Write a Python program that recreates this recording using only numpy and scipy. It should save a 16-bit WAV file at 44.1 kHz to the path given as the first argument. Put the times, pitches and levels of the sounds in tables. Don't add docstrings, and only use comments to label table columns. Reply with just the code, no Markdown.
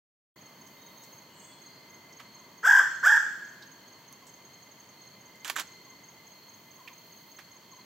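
import sys
import numpy as np
from scipy import signal
from scipy.fft import rfft, irfft, next_fast_len
from scipy.io import wavfile
from scipy.ndimage import map_coordinates

SR = 44100
rng = np.random.default_rng(int(sys.argv[2]) if len(sys.argv) > 2 else 0)


def waveform_to_disk(signal):
    frames = np.transpose(np.atleast_2d(signal))
    scaled = np.clip(frames, -1, 1) * 32767
    samples = np.round(scaled).astype(np.int16)
    wavfile.write(sys.argv[1], SR, samples)


N = 346185
TIME = np.arange(N) / SR


# frequency in Hz, gain in dB.
THROAT = [(250, -11), (550, -31), (850, -21), (1200, -12.5), (1450, -2.5), (1680, -2.5), (1850, -11),
          (2080, -31.5), (2600, -47.5), (3350, -31), (4100, -67), (5000, -37.5), (7600, -38.5), (9000, -71)]

def voiced_tone(pitch, phase, fundamental_db):
    k = np.arange(1, 17)[:, None]
    gains = amp(along(THROAT, k * pitch) + fundamental_db * (k == 1))
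    tone = np.sqrt(2) * np.sum(gains * np.sin(k * phase), axis=0)
    slackness = np.clip(1.2 - pitch / 800, 0, 1)
    return tone * (1 + .25 * slackness * wobble(600, len(pitch)))


# frequency in Hz, relative level in dB.
RASP = [(500, -33.5), (900, -8.5), (1700, -1), (2600, -7), (3550, -5), (4000, -36), (4900, -9),
        (7700, -5.5), (8500, -14.5), (9100, -41), (10800, -18), (12000, -6.5), (13800, -22.5),
        (16000, -28.5)]
# centre in Hz, width in Hz, lift in dB.
WINDPIPE = [(3390, 240, 7), (5020, 140, 11), (5850, 220, 5.5), (7300, 280, 5), (7660, 160, 5.5)]

def rasp(phase):
    puffs = rng.standard_normal(len(phase)) * (1 + np.cos(phase)) * amp(1.5 * wobble(250, len(phase)))
    pipe_db = lambda hz: sum(lift * band(centre, width)(hz) for centre, width, lift in WINDPIPE)
    return unit(filtered(puffs, lambda hz: amp(along(RASP, hz) + pipe_db(hz))))


SLACK_HZ, GROWL_RISE_S, BREAK_S, CRY_RISE_S, DROP_S = 262.6, .0105, .032, .014, .015
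WARBLE_HZ, CREST_AT_S, WARBLE_GROW_S, WARBLE_TONE_DB, WARBLE_RASP_DB = 46.1, .1, .027, 2, 4
HARSH_AT_S, HARSH_SPREAD_S = .039, .019
JITTER, BREAK_JITTER = .009, .024

def squawk(attack, length, release, growl_hz, cry_hz, growl_db, cry_db, sag_db_per_s,
           depth, fundamental_db, rasp_db, flare_db):
    t = np.arange(0, length + 2 * release, 1 / SR)
    crying = settle(t - BREAK_S, CRY_RISE_S)
    held = 1 - settle(t - length, DROP_S)
    breaking = np.exp(-((t - HARSH_AT_S) / HARSH_SPREAD_S) ** 2)
    turn = 2 * np.pi * WARBLE_HZ * (t - CREST_AT_S)
    swing = np.cos(turn) + .15 * np.cos(2 * turn)
    warble = settle(t - BREAK_S, WARBLE_GROW_S) ** 2 * held * swing
    rise_hz = (growl_hz - SLACK_HZ) * settle(t, GROWL_RISE_S) + (cry_hz - growl_hz) * crying
    jitter = (JITTER + BREAK_JITTER * breaking) * wobble(700, len(t))
    pitch = (SLACK_HZ + held * rise_hz) * (1 + depth * warble + jitter)
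    phase = 2 * np.pi * np.cumsum(pitch) / SR
    db = growl_db + (cry_db - growl_db) * crying - sag_db_per_s * np.maximum(t - BREAK_S, 0)
    release_db = -33 * (np.maximum(t - length, 0) / release) ** 2
    envelope = amp(db + release_db) * settle(t, attack) ** 3
    tone = amp(WARBLE_TONE_DB * warble) * voiced_tone(pitch, phase, fundamental_db)
    breath = amp(rasp_db + flare_db * breaking + WARBLE_RASP_DB * warble) * rasp(phase)
    return envelope * (tone + breath)


# start, attack, length and release in seconds, growl and cry pitch in Hz,
# growl and cry gain in dB, sag in dB per second, warble depth as a share of the pitch, then fundamental
# gain, rasp gain, rasp flare at the break, reverberation gain and pan, all in dB.
NOTES = [(2.625, 0.011, .17, 0.034, 532.2, 888.8, -18.5, -13, 17.5, 0.165, 0, -27.5, 8.5, -0.5, .3),
         (3.024, .0075, .146, .02, 621, 859.4, -17, -12, 50.5, 0.085, -3, -29, 11, -1, -1.5)]
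# delay in seconds, gain in dB.
REFLECTIONS = [(.0013, -19.5), (.0045, -36), (.0059, -29), (.0095, -22), (0.0179, -24)]

def pheasant():
    comb = lambda hz: 1 + sum(amp(db) * np.exp(-2j * np.pi * hz * delay) for delay, db in REFLECTIONS)
    out = np.zeros((2, N))
    for start, *voice, wet_db, pan_db in NOTES:
        call = np.zeros(N)
        add(call, start, squawk(*voice))
        out += forest(filtered(call, comb), wet_db, pan_db)
    return out


def tick(db, centre_hz, octaves, rise_s, decay_s):
    t = np.arange(SR // 10) / SR
    resonance = lambda hz: 1 / (1 + (np.log2((hz + 1) / centre_hz) / octaves) ** 2)
    colour = lambda hz: resonance(hz) * hz / (hz + 300) * amp(-14 * band(9100, 1000)(hz))
    envelope = amp(-30 * t / decay_s) * settle(t, rise_s) ** 2
    envelope /= envelope.max()
    burst = filtered(envelope * rng.standard_normal(len(t)), colour)
    return amp(db - 14) * unit(burst) * np.std(envelope)


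# frequency in Hz, relative level in dB.
LEAF = [(100, -48), (280, -8.5), (530, -16), (950, -3.5), (1600, 0.5), (2700, -7), (3350, -1.5),
        (4300, -11.5), (5400, -12), (7300, -4), (9000, -20.5), (12000, -16.5), (15500, -25)]
# start in seconds, length in seconds, level in dB.
SCUFFS = [(5.445, 0.064, -40.5), (5.557, 0.054, -36)]
# start in seconds, relative level in dB, resonance in Hz,
# width in octaves, decay in seconds.
SNAPS = [(4.126, -31.5, 11200, 1.4, 0.007), (5.447, -18.5, 2900, 0.94, 0.0028),
         (5.478, -21, 2000, 2.2, 0.018), (5.4982, -11, 1660, .92, 0.013), (5.503, -24.5, 2000, 4.5, 0.06),
         (5.563, -12.5, 1484, 0.29, 0.014), (5.5952, -17.5, 1790, 0.81, 0.0097),
         (5.5982, -15.5, 2200, 3.6, 0.013), (5.6095, -45, 1310, 1.34, .012)]
SNAP_RISE_S = .00035

def dry_leaves():
    grains = rng.standard_normal(N) * amp(3.5 * wobble(1500))
    drag = sum(amp(db) * swell(start, length, rise_s=.0022, fall_s=.011) for start, length, db in SCUFFS)
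    leaves = drag * unit(filtered(grains, lambda hz: amp(along(LEAF, hz))))
    for start, db, hz, octaves, decay_s in SNAPS:
        add(leaves, start, tick(db, hz, octaves, SNAP_RISE_S, decay_s))
        crack = tick(db - 3.5, centre_hz=8930, octaves=.91, rise_s=SNAP_RISE_S, decay_s=.0015)
        add(leaves, start + SNAP_RISE_S, crack)
    pair = forest(leaves, wet_db=-17.5, pan_db=-7)
    lag_s = .35 / SR * np.array([[1], [-1]])
    return filtered(pair, lambda hz: np.exp(-2j * np.pi * hz * lag_s))


# start in seconds, relative level in dB, resonance in Hz,
# width in octaves, decay in seconds.
LANDINGS = [(0.67, -44.5, 6370, 0.41, .02), (1.032, -40, 6800, 0.28, .039), (2.122, -45, 5900, .18, 0.033),
            (2.194, -31, 1480, .85, 0.039), (3.619, -36, 4150, 0.32, 0.038),
            (4.264, -39.5, 7260, .3, 0.056), (5.354, -46, 7050, .6, .013), (6.874, -28, 2280, 0.4, 0.022),
            (7.384, -31.5, 1520, 1, 0.041)]

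def debris():
    out = np.zeros(N)
    for start, db, hz, octaves, decay_s in LANDINGS:
        add(out, start, tick(db, hz, octaves, rise_s=.0038, decay_s=decay_s))
    return forest(out, wet_db=-9, pan_db=-6)


# start in seconds, chirp period in seconds, number of chirps,
# wing strokes per chirp.
BOUTS = [(.417, .202, 3, 2), (.98, .157, 2, 2), (1.402, .22, 2, 2), (1.9, .228, 4, 2), (2.957, .246, 3, 2),
         (3.672, .208, 4, 2), (4.457, .087, 6, 1), (5.022, .193, 3, 2), (5.675, .183, 3, 2),
         (6.272, .221, 4, 2), (7.123, .2, 4, 2)]
STROKE_GAP_S = .047

def cricket(pitch_hz, stroke_s, db):
    out, progress = np.zeros(N), np.arange(0, 1, 1 / (stroke_s * SR))
    centres = [start + i * period + j * STROKE_GAP_S
               for start, period, chirps, strokes in BOUTS for i in range(chirps) for j in range(strokes)]
    for centre in centres:
        hz = pitch_hz * (1 + .018 * (.5 - progress) + .0082 * wobble(447, len(progress)))
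        start = centre - stroke_s / 2 + rng.normal(0, .0022)
        add(out, start, amp(db + rng.normal(0, 1)) * np.sin(np.pi * progress) * sine(hz))
    return forest(out, wet_db=-4, pan_db=-7.5)


# crest time in seconds, width in seconds, lift in dB.
CHORUS_SWELLS = [(.4, .13, 4), (1.02, 0.23, 8), (1.72, .24, 9.5), (2.33, 0.19, 9.5), (3.02, 0.2, 8),
                 (3.88, 0.28, 7), (4.55, 0.15, 7.5), (5.04, 0.15, 10.5), (5.721, 0.26, 10), (6.42, 0.25, 9),
                 (7.08, 0.2, 10), (7.42, 0.17, 8), (7.79, 0.13, 9.5)]

def insect_chorus():
    lift_db = sum(lift * np.exp(-((TIME - crest) / width) ** 2) for crest, width, lift in CHORUS_SWELLS)
    swelling = amp(-69.5 + lift_db + wobble(90)) * diffuse(band(4274, 190))
    steady = amp(-66) * diffuse(band(4450, 140))
    far_crickets = amp(-68.5) * diffuse(band(6470, 460))
    shrill = amp(-77.5) * diffuse(band(15480, 90))
    return swelling + steady + far_crickets + shrill


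# start in seconds, length in seconds, lift in dB.
WHINE_SWELLS = [(1.65, 0.55, 5), (5.145, 1.08, 5)]

def insect_whine():
    lift_db = sum(lift * swell(start, length, rise_s=.096, fall_s=.096)
                  for start, length, lift in WHINE_SWELLS)
    return amp(-66.5 + lift_db) * diffuse(band(2066, 70))


def insect_trill(pitch_hz, rate_hz, db):
    strokes = (1 + np.cos(2 * np.pi * np.cumsum(rate_hz + .77 * wobble(3)) / SR)) ** 2
    scrape = sine(pitch_hz * (1 + .023 * wobble(400)))
    return forest(amp(db) * unit(strokes * scrape), wet_db=-5, pan_db=-1.5)


# start in seconds, length in seconds, level approached in dB.
SIZZLES = [(0.297, .85, -58), (6.003, 1.33, -61.5)]

def katydid():
    envelope = sum(amp(db) * swell(start, length, rise_s=.6, fall_s=.07) for start, length, db in SIZZLES)
    return envelope * diffuse(band(14900, 3700))


def whistle(length, pitch_hz, fall, wander):
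    progress = np.arange(0, 1, 1 / (length * SR))
    hz = pitch_hz * (1 + fall * (.5 - progress)) * (1 + wander * wobble(600, len(progress)))
    return np.sqrt(np.abs(np.sin(np.pi * progress))) * sine(hz)


# start and length in seconds, pitch in Hz, relative level in dB,
# wander as a share of the pitch.
WHISTLES = [(0.75, 0.28, 3770, -62, .004), (0.966, 0.41, 4100, -71, 0.0059),
            (1.238, .25, 2920, -67.5, 0.011), (1.315, 0.19, 7460, -62, 0.056),
            (1.35, .18, 8200, -61, 0.031), (1.408, 0.21, 3390, -63.5, 0.012),
            (1.644, 0.18, 4720, -67, .009)]
# start in seconds, number of hoots, level in dB.
HOOTS = [(2.345, 2, -58), (4.113, 1, -57.5), (4.218, 1, -55.5), (5.862, 2, -56.5), (6.79, 3, -53.5),
         (7.543, 1, -61), (7.717, 2, -54.5)]
HOOT_HZ, HOOT_S, HOOT_GAP_S = 1040, .036, .053

def far_birds():
    whistles, hoots = np.zeros((2, N))
    for start, length, hz, db, wander in WHISTLES:
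        add(whistles, start, amp(db - 4) * whistle(length, hz, fall=.004, wander=wander))
    for start, count, db in HOOTS:
        for i in range(round(count)):
            add(hoots, start + i * HOOT_GAP_S, amp(db) * whistle(HOOT_S, HOOT_HZ, fall=.22, wander=.0038))
    return forest(whistles, wet_db=4, pan_db=0) + forest(hoots, wet_db=-4, pan_db=0)


# frequency in Hz, relative level in dB.
MURMUR = [(25, -61), (50, -39), (80, -10.5), (130, 0), (190, 0), (330, -2), (540, -6.5), (635, -3.5),
          (780, -9), (940, -1), (1400, -11.5), (1900, -9.5), (2600, -18), (4000, -44.5)]
HISS = [(1000, -7.5), (3000, 3), (3800, 0.5), (6200, -3.5), (8000, -6), (9100, -16), (10000, -9),
        (10800, -10), (12000, -2.5), (15600, 0)]
EBB_DB_PER_S = .3864

def air():
    murmur_db = -56 - EBB_DB_PER_S * TIME + .19 * wobble(17)
    murmur = amp(murmur_db) * diffuse(lambda hz: amp(along(MURMUR, hz)))
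    hiss = amp(-60) * diffuse(lambda hz: amp(along(HISS, hz))) * amp([[-.7], [.7]])
    return murmur + hiss


# frequency in Hz, relative level in dB.
SCATTER = [(400, 0), (850, -6), (1500, -0.5), (3300, -1), (6500, 1), (12000, -1)]
# frequency in Hz, nominal reverberation time in seconds.
DECAY_TIMES = [(200, 0.24), (900, 0.81), (1650, 0.78), (3300, 1), (7000, 0.98), (12000, 0.57)]

def forest(x, wet_db, pan_db):
    scatter_noise = diffuse(lambda hz: amp(along(SCATTER, hz)), size=SR)
    hz, t, spectrum = signal.stft(scatter_noise, SR, nperseg=256)
    fall_db = -60 * t / along(DECAY_TIMES, hz)[:, None]
    decay = (amp(fall_db * 1.69) + amp(fall_db * .6 - 16.5)) * settle(t, .00059)
    tail = signal.istft(spectrum * decay, SR, nperseg=256)[1]
    scattered = signal.fftconvolve(x[None], tail / np.linalg.norm(tail[0]), axes=1)[:, :N]
    return x * amp([[pan_db / 2], [-pan_db / 2]]) + amp(wet_db) * scattered


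# frequency in Hz, correlation from 0 to 1.
COHERENCE = [(100, 1), (500, 0.99), (1000, 0.66), (3000, 0.56), (7000, 0.34), (15000, 0.063)]

def diffuse(response, size=N):
    angle = lambda hz: np.arccos(np.clip(along(COHERENCE, hz), -1, 1)) / 2
    split = lambda hz: response(hz) * np.array([np.cos(angle(hz)), np.sin(angle(hz))])
    mid, side = filtered(rng.standard_normal((2, size)), split)
    return unit(np.array([mid + side, mid - side]))


def amp(db):
    return 10 ** (np.asarray(db) / 20)


def unit(x):
    return x / np.sqrt(np.mean(x ** 2) + 1e-20)


def along(points, hz):
    freqs, values = np.transpose(points)
    return np.interp(np.log(hz + 1), np.log(freqs + 1), values)


def sine(hz):
    return np.sin(2 * np.pi * np.cumsum(hz) / SR)


def wobble(rate, size=N):
    return map_coordinates(rng.standard_normal(int(size * rate / SR) + 4), [np.arange(size) * rate / SR])


def filtered(x, response):
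    size = x.shape[-1]
    padded = next_fast_len(size + 4096)
    return irfft(rfft(x, padded) * response(np.fft.rfftfreq(padded, 1 / SR)), padded)[..., :size]


def band(centre_hz, width_hz):
    return lambda hz: 1 / (1 + ((hz - centre_hz) / width_hz * 2) ** 2)


def settle(t, time_s):
    return 1 - np.exp(-np.maximum(t, 0) / time_s)


def swell(start, length, rise_s, fall_s):
    return settle(TIME - start, rise_s) * (1 - settle(TIME - start - length, fall_s))


def add(track, start, sound):
    part = track[round(start * SR):][:len(sound)]
    part += sound[:len(part)]


def scene():
    foreground = pheasant() + dry_leaves() + debris() + cricket(pitch_hz=6440, stroke_s=.021, db=-54)
    insects = insect_chorus() + insect_whine() + insect_trill(pitch_hz=3150, rate_hz=60, db=-70)
    return foreground + insects + katydid() + far_birds() + air()


START_S, FADE_IN_S, TOP_HZ = .358, .0055, 15800

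def record(dry):
    gate = np.clip((TIME - START_S) / FADE_IN_S, 0, 1)
    return filtered(dry * gate, lambda hz: hz < TOP_HZ)


dry = scene()
out = record(dry)
waveform_to_disk(out)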